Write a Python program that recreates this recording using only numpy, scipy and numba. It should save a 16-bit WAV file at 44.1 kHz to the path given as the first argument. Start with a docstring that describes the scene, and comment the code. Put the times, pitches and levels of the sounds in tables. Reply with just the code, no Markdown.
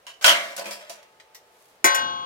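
"""Stacking steel plates

Steel plates are stacked by hand close to a phone in a small kitchen. One crashes and rattles onto the pile,
the pile is shuffled, rims tick, then the top plate is dropped back twice and rings freely.
Each impact is a train of contact forces convolved with decaying modes: sharp lines and dense random swarms.
A plate sings faintly, hands slide and the pile rumbles as shaped noise or modes; a quiet room hums behind."""
import sys
import numpy as np
from scipy import signal
from scipy.fft import rfft, irfft
from scipy.io import wavfile
from numba import njit

SR = 44100
rng = np.random.default_rng(int(sys.argv[2]) if len(sys.argv) > 2 else 0)


def wrap_up_sound(samples):
    """Save the sound to the file named by the first command line argument, as 16-bit audio."""
    columns = np.atleast_2d(samples).T
    # keep every value between -1 and 1, then stretch to whole-number steps
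    tamed = np.clip(columns, -1, 1)
    steps = np.round(tamed * 32767).astype(np.int16)
    wavfile.write(sys.argv[1], SR, steps)


def boost(x):
    """Linear amplitude factor 10**(x/20) for a level x in decibels (scalar or array-like)."""
    u = np.asarray(x, float) / 20
    return 10 ** u


N = 99225  # samples in the scene
TOP_HZ = 15900  # upper limit of the modes and of the phone


def on_log(table, hz):
    """Logarithmic frequency scale: interpolates (frequency [Hz], value) points along it."""
    table = np.array(table, float)
    return np.interp(np.log(hz), np.log(table[:, 0]), table[:, 1])


def band(x, lo_hz, hi_hz):
    """Band-pass filtering by a Butterworth response."""
    return signal.sosfilt(signal.butter(2, [lo_hz, hi_hz], "bandpass", fs=SR, output="sos"), x)


def unit(x):
    """Power normalisation: scales to rms 1."""
    return x / np.sqrt(np.mean(x ** 2))


def curve(rows):
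    """Amplitude envelope: gain through (time [s], level [dB]) points, fading out beyond the ends."""
    rows = np.array(rows, float)
    t = np.r_[rows[0, 0] - .05, rows[:, 0], rows[-1, 0] + .02]
    level_db = np.r_[-110, rows[:, 1], -110]
    return boost(np.interp(np.arange(N) / SR, t, level_db))


@njit
def decay(pole, left, right, count):
    """Modal superposition: sums exponentially dying sines at both microphones."""
    out = np.zeros((2, count))
    for k in range(len(pole)):
        z = 1 + 0j
        for i in range(count):
            out[0, i] += (z * left[k]).imag
            out[1, i] += (z * right[k]).imag
            z *= pole[k]
            if abs(z.real) + abs(z.imag) < 1e-3:
                break
    return out


def ring(modes, lag_s, scatter=0., pan_db=0., spot_db=0.):
    """Modal impulse response, one second in stereo: the struck spot sets each mode's sign and strength."""
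    hz, db, t60 = np.array(modes, float).T
    sign, spot, tilt, phase = rng.standard_normal((len(hz), 4)).T
    pole = np.exp(2j * np.pi * hz / SR - np.log(1000) / (np.maximum(t60, .01) * SR))
    # Scatter blurs left and right, fully so above 2300 Hz.
    blur = scatter * np.minimum(hz / 2300, 1)
    gain = np.sign(sign) * boost(db + spot_db * spot)
    # Panning weakens above 2 kHz.
    pan = pan_db * np.minimum(2000 / hz, 1) + 3 * blur * tilt
    turn = 2 * np.pi * hz * lag_s + blur * phase
    left = gain * boost(pan / 2) + 0j
    right = gain * boost(-pan / 2) * np.exp(-1j * turn)
    return decay(pole, left, right, SR)


def swarm(colour, t60s, lag_s, scatter, pan_db=0., t60_factor=1, count=320):
    """High modal density: close random modes under a spectral colour, starting near rms 1."""
    lo, hi = colour[0][0], min(colour[-1][0], TOP_HZ)
    grid = lo + (hi - lo) * (np.arange(count + 1) / count) ** 1.5
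    hz = grid[:-1] + np.diff(grid) * rng.random(count)
    # Wider cells hold more power.
    db = on_log(colour, hz) + 10 * np.log10(np.diff(grid))
    t60 = t60_factor * on_log(t60s, hz) * np.exp(0.13 * rng.standard_normal(count))
    response = ring(np.c_[hz, db, t60], lag_s, scatter, pan_db, spot_db=3)
    return response / np.sqrt(np.sum(boost(db) ** 2))


CONTACTS_PER_S, CONTACT_SPREAD_DB, CHATTER_DB = 550, 4.5, -12.5
SPLIT_HZ = 857, 4920  # borders of lows, mids and treble
FAVOUR_DB, FAVOUR_WIDTH = 1.5, 0.099  # added band's gain; its half-width as a share of the favoured pitch
LEAD = 200  # samples before a contact, for the zero-phase filters to spread into


def rattle(low_db, mid_db, high_db, fade_s, favour_hz, chatter_db):
    """Repeated impact: a first contact and fading random chatter, each band with its own strength."""
    t = np.arange(-LEAD, SR // 5) / SR
    chance, size = rng.random((2, len(t)))
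    spread_db = CONTACT_SPREAD_DB * np.minimum(-np.log(size + 1e-9), 2)
    size_db = chatter_db + spread_db - 60 * t / max(fade_s, .005)
    contact = (chance < CONTACTS_PER_S / SR) * (t > 0)
    polarity = np.sign(chance * SR / CONTACTS_PER_S - .5)
    taps = contact * boost(size_db) * polarity
    taps[LEAD] = 1.0  # the first contact
    low, below = (signal.sosfiltfilt(signal.butter(2, hz, fs=SR, output="sos"), taps) for hz in SPLIT_HZ)
    force = boost(low_db) * low + boost(mid_db) * (below - low) + boost(high_db) * (taps - below)
    favoured = band(force, favour_hz * (1 - FAVOUR_WIDTH), favour_hz * (1 + FAVOUR_WIDTH))
    return force + boost(FAVOUR_DB) * favoured


def strike(hits, response, chatter_db=CHATTER_DB, count=SR // 2):
    """Convolution of force with response(time), asked anew for every hit as the plates shift."""
    out = np.zeros((2, N + 2 * SR))
    for s, *force in hits:
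        contacts = rattle(*force, chatter_db)
        hit = signal.fftconvolve(contacts[None], response(s)[:, :count], axes=1)
        i = int(s * SR) - LEAD
        out[:, i:i + hit.shape[1]] += hit
    return out[:, :N]


# Sharp modes of the pile: (frequency [Hz])
PILE_HZ = [207, 560, 594, 647, 681, 985, 1132, 1485, 1785, 1674, 2035, 2330, 2774, 3116, 3171, 3223, 3735,
           4496, 5420, 6890]
# The same modes: (relative level [dB], t60 when let go [s])
PILE_MODES = [(-25, 0.34), (-9, 0.25), (-4.5, 0.27), (-18, 0.25), (-8, 0.25), (-11.5, 0.18), (-17.5, 0.21),
              (-9, 0.094), (-25, 0.17), (-23.5, 0.64), (-12.5, 0.21), (-13.5, 0.25), (-18, 0.17),
              (-19.5, 0.067), (-7.5, 0.099), (-15, 0.2), (-20, 0.16), (-23, 0.11), (-16, 0.078),
              (-19.5, 0.2)]
# Dense modes of the pile: colour (frequency [Hz], relative level [dB]), decay when let go (frequency [Hz], t60 [s])
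PILE_SWARM = [(71, -67.5), (120, -27), (473, -21.5), (580, -8), (856, -11.5), (1260, -7.5), (3240, -7.5),
              (3520, -10.5), (5520, -12), (16000, -26.5)], [(200, 0.38), (700, 0.34), (2000, 0.23),
              (6000, 0.12), (15000, 0.13)]
# Contacts within the pile: (time [s], lows [dB], mids [dB], treble [dB],
# chatter's fall by 60 dB [s] (5 ms at least), favoured pitch [Hz])
PILE_HITS = [(.0667, -65, -38.5, -36, 0.28, 2930), (.2114, -45, -39, -38, 7.5, 1560),
             (.2245, -54, -38.5, -30, 0.2, 1590), (.2433, -29.5, -8, -9, 0.06, 1450),
             (.262, -15, -14.5, -6.5, -0.1126, 3010), (.278, -20, -10.5, -11, -0.0958, 3200),
             (.2922, -17, -15, -13.5, 0.0764, 3080), (.315, -19.5, -19.5, -18, 0.01, 3560),
             (.345, -28, -27, -30.5, 0.46, 2150), (.43, -34.5, -39, -36.5, 0.75, 1720),
             (.5651, -42, -39, -24, -0.5, 10900), (.5786, -26.5, -34.5, -26.5, 0.14, 1010),
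             (.594, -27, -34, -26.5, -0.03, 4680), (.61, -33, -40, -37, 0.94, 903),
             (.6569, -35.5, -37, -32.5, 0.35, 2280), (.7090, -44.5, -36.5, -27, 0.25, 4970),
             (.735, -58, -67, -49, 0.24, 4900), (.8091, -49.5, -43.5, -45, 0.66, 625),
             (.8964, -35.5, -40.5, -28.5, 0.2, 644), (.945, -53, -49, -53, 0.6, 597),
             (1.0286, -50, -51.5, -47.5, -0.62, 2010)]
PILE_LINES_DB, PILE_LAG_S = -2.5, 0.00019  # the right microphone hears later
FREE_S = .2, .54  # the pile is let go between these times
HELD_DAMP = 0.53  # t60 factor of resting hands


def pile():
    """Contact damping: hands resting on the pile shorten its swarm and all but its deepest sharp mode."""
    def response(s):
        """Modal response of the pile, held or let go at this time."""
        damp = 1 if FREE_S[0] < s < FREE_S[1] else HELD_DAMP
        t60_factors = [[1, 1, damp if hz > PILE_HZ[0] else 1] for hz in PILE_HZ]
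        lines = np.c_[PILE_HZ, PILE_MODES] * t60_factors
        dense = swarm(*PILE_SWARM, PILE_LAG_S, 2.39, t60_factor=damp, count=440)
        return dense + boost(PILE_LINES_DB) * ring(lines, PILE_LAG_S, 0.65, spot_db=2.5)
    return strike(PILE_HITS, response)


# Sharp modes of the top plate: (frequency [Hz])
TOP_PLATE_HZ = [521, 704, 845, 879, 1074, 1108, 1262, 1320, 1510, 1560, 1588, 1862, 2144, 2246, 2476, 2860,
                2954, 3013, 3316, 3443, 3486, 3807, 3883, 4004, 4286, 4397, 4770, 4966, 5530, 6064, 6099,
                6644, 7321, 2882, 2931, 3682, 5378, 6595, 7246, 7822]
# The same modes: (relative level [dB], t60 [s])
TOP_PLATE_MODES = [(-12, 1.4), (-8.5, 1.6), (-5, 1.6), (1.5, 1.06), (10, 2.76), (-16, 3.7), (-12.5, 5),
                   (-5, 1.17), (9, 0.68), (11.5, 0.6), (0.5, 0.97), (14.5, 0.31), (-15, 0.47), (-33, 0.37),
                   (-10.5, 0.506), (-2, 0.85), (-4.5, 0.93), (-22, 0.13), (-5.5, 2.4), (2, 0.26),
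                   (-8.5, 1.03), (-4.5, 0.98), (-12.5, 1.1), (0.5, 0.42), (-11.5, 1.1), (-14, 1.4),
                   (-8.5, 0.47), (-6.5, 0.36), (-16, 0.71), (2, 0.38), (-10.5, 0.87), (-17.5, 1.7),
                   (-22, 0.62), (-8, 0.67), (-16.5, 1.3), (-18, 0.75), (-21, 0.74), (-8.5, 0.24),
                   (-30.5, 0.22), (-31, 0.2)]
# Sharp modes of the plate beneath: (frequency [Hz])
UNDER_PLATE_HZ = [391, 567, 1285, 2362, 2519, 3370, 4342, 4783, 5608, 6950, 7908, 8296, 9549, 11372]
# The same modes: (relative level [dB], t60 [s])
UNDER_PLATE_MODES = [(-8, 0.14), (-12, 0.64), (-3, 0.74), (-2, 0.034), (-6, 0.38), (-12, 0.6), (-18, 0.81),
                     (-20, 0.93), (0.5, 0.076), (2, 0.096), (-10.5, 0.069), (-6.5, 0.062), (-4, 0.041),
                     (-0.5, 0.116)]
# Dense modes of the plates: colour (frequency [Hz], relative level [dB]), decay (frequency [Hz], t60 [s])
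PLATE_SWARM = [(47, -63), (80, -18.5), (858, -4.5), (1370, -23), (2180, -7.5), (2780, -29.5), (5520, -17.5),
               (6170, -16), (6740, -15.5), (7870, -16), (16000, -21)], [(200, 0.047), (700, 0.16),
               (2000, 0.22), (6000, 0.1), (15000, 0.061)]
# Colour of faint modes between the plate's tones: (frequency [Hz], relative level [dB])
SHIMMER = [(300, -7), (4500, -8), (10000, -30)]
# Contacts of the two drops: (time [s], lows [dB], mids [dB], treble [dB],
# chatter's fall by 60 dB [s] (5 ms at least), favoured pitch [Hz])
PLATE_HITS = [(1.8432, -14, -16, -12, 0.067, 2186), (1.8515, -32.5, -24.5, -16.5, 0.04, 6660),
              (1.8575, -29, -13, -15, 0.042, 2270), (1.947, -37, -24.5, -21, 0.068, 2930),
              (1.954, -39, -25, -28, 0.08, 2310)]
PLATE_LINES_DB, UNDER_DB, SHIMMER_DB = -13.5, -3.5, -23
SHIMMER_LONGER = 9.5  # t60 factor of the shimmer
PLATE_LAG_S, PLATE_PAN_DB = 0.0004022, 4.5  # right hears later; the lows lean left


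def dropped_plate():
    """Free vibration: the first contact of each drop starts sharp modes, every contact a dense swarm."""
    top = boost(PLATE_LINES_DB) * ring(np.c_[TOP_PLATE_HZ, TOP_PLATE_MODES], PLATE_LAG_S, 0, PLATE_PAN_DB)
    under = boost(UNDER_DB) * ring(np.c_[UNDER_PLATE_HZ, UNDER_PLATE_MODES], PLATE_LAG_S, 0, PLATE_PAN_DB)
    shimmer = boost(SHIMMER_DB) * swarm(SHIMMER, PLATE_SWARM[1], PLATE_LAG_S, 1, PLATE_PAN_DB,
                                      SHIMMER_LONGER, count=240)
    free = top + under + shimmer
    clatter = strike(PLATE_HITS, lambda s: swarm(*PLATE_SWARM, PLATE_LAG_S, 0.98, PLATE_PAN_DB))
    first_contacts = PLATE_HITS[::3]
    return clatter + strike(first_contacts, lambda s: free, chatter_db=-np.inf, count=SR)


# Dense modes of the rims: colour (frequency [Hz], relative level [dB]), decay (frequency [Hz], t60 [s])
RIM_SWARM = [(590, -39), (1000, -8), (1160, -17), (1940, -2), (2980, -7.5), (7440, -4.5), (9380, -11),
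             (13000, -7), (16000, -18)], [(1000, 0.084), (4000, 0.11), (15000, 0.12)]
# Rim ticks: (time [s], lows [dB], mids [dB], treble [dB],
# chatter's fall by 60 dB [s] (5 ms at least), favoured pitch [Hz])
RIM_HITS = [(1.1992, -69, -39.5, -60.5, 0.025, 1830), (1.3465, -58.5, -53.5, -38.5, 0.06, 1900),
            (1.3518, -62, -39.5, -52, 0.033, 5500)]
RIM_LAG_S = 0.000057  # the right microphone hears later


def rim_ticks():
    """Impulsive excitation: small contacts start quickly dying dense modes of the rims."""
    return strike(RIM_HITS, lambda s: swarm(*RIM_SWARM, RIM_LAG_S, 1.4, count=200))


# Modes of a plate that sings on from late in the shuffle: (frequency [Hz], relative level [dB], t60 [s])
SINGING = [(487, -12, 7.8), (871, 1, 7.6), (1260, -5.5, 3.7), (2330, -9.5, 2.0)]
SINGING_START_S, SINGING_DB = 0.81, -59


def singing_plate():
    """Light damping: a few long-lived modes swell in over 40 ms and sing faintly for a second."""
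    out = np.zeros((2, N))
    i = int(SINGING_START_S * SR)
    onset = np.minimum(np.arange(SR) / SR / 0.04, 1)
    out[:, i:i + SR] = boost(SINGING_DB) * ring(SINGING, PILE_LAG_S) * onset
    return out


def plates():
    """Summation: plate sounds are added and cut below 220 Hz, removing low leakage of the modes' sudden onsets."""
    out = pile() + dropped_plate() + rim_ticks() + singing_plate()
    return signal.sosfilt(signal.butter(3, 220, "highpass", fs=SR, output="sos"), out)


ROOM_T60_S, ROOM_DB = 0.22, -14


def room(dry):
    """Diffuse reverberation: dense reflections of a small hard kitchen, different at each microphone."""
    t = np.arange(SR // 2) / SR
    tail = rng.standard_normal((2, len(t))) * boost(-60 * t / ROOM_T60_S) * (t > .004)
    tail = band(tail, 220, 9000)
    tail = tail / np.sqrt(np.sum(tail ** 2) / 2)
    return boost(ROOM_DB) * signal.fftconvolve(dry, tail, axes=1)[:, :N]


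# Hands sliding on steel: (time [s], level before the grain [dB])
SLIDE = [(1.42, -79.5), (1.55, -67), (1.63, -62.5), (1.72, -65.5), (1.82, -82)]


def sliding_hands():
    """Friction noise: treble noise made grainy by a random 10-80 Hz level swing of 2.1 dB rms."""
    grain = boost(2.1 * unit(band(rng.standard_normal(N), 10, 80)))
    return unit(band(rng.standard_normal((2, N)), 2900, 14000)) * grain * curve(SLIDE)


# Rumble of the pile as it is carried near: (time [s], level [dB])
RUMBLE = [(1.65, -82), (1.95, -65), (2.03, -43.5), (2.1, -51.5), (2.16, -52), (2.25, -57)]


def rumble():
    """Partial coherence: low noise is mostly shared by the two microphones."""
    shared, apart = band(rng.standard_normal((2, N)), 110, 390)
    return unit(shared + 0.24 * apart * np.array([[1], [-1]])) * curve(RUMBLE)


# Colour of the room hum: (frequency [Hz], relative level [dB])
FLOOR = [(20, -26), (60, -16.5), (120, -13), (250, -15.5), (450, -2.5), (700, -4), (1200, -11), (2500, -15),
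         (6000, -23), (16000, -31)]
FLOOR_DB = -60.5  # rms of the mean of both microphones


def room_hum():
    """Spatial coherence of stationary noise: the hum is more alike left and right in the bass."""
    hz = np.maximum(np.fft.rfftfreq(N, 1 / SR), 1)
    mid, side = rfft(rng.standard_normal((2, N))) * boost(on_log(FLOOR, hz))
    side = side * np.clip(hz / 1200, .2, 1)
    hum = irfft(np.array([mid + side, mid - side]), N)
    return hum * boost(FLOOR_DB) / np.sqrt(np.mean(hum.mean(0) ** 2))


def scene():
    """Linear superposition: plates and their reverberation over hands, rumble and hum."""
    dry = plates()
    return dry + room(dry) + sliding_hands() + rumble() + room_hum()


def top_cut(x):
    """Nothing passes above the cut-off."""
    return signal.sosfilt(signal.butter(12, 16960, fs=SR, output="sos"), x)


def record(dry):
    """Saturation and band-limiting: the phone rounds the loudest peaks and cuts the top."""
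    rounded = np.tanh(dry)
    mix = signal.sosfilt(signal.ellip(8, .2, 40, TOP_HZ, fs=SR, output="sos"), rounded)
    return top_cut(mix)


dry = scene()
out = record(dry)
wrap_up_sound(out)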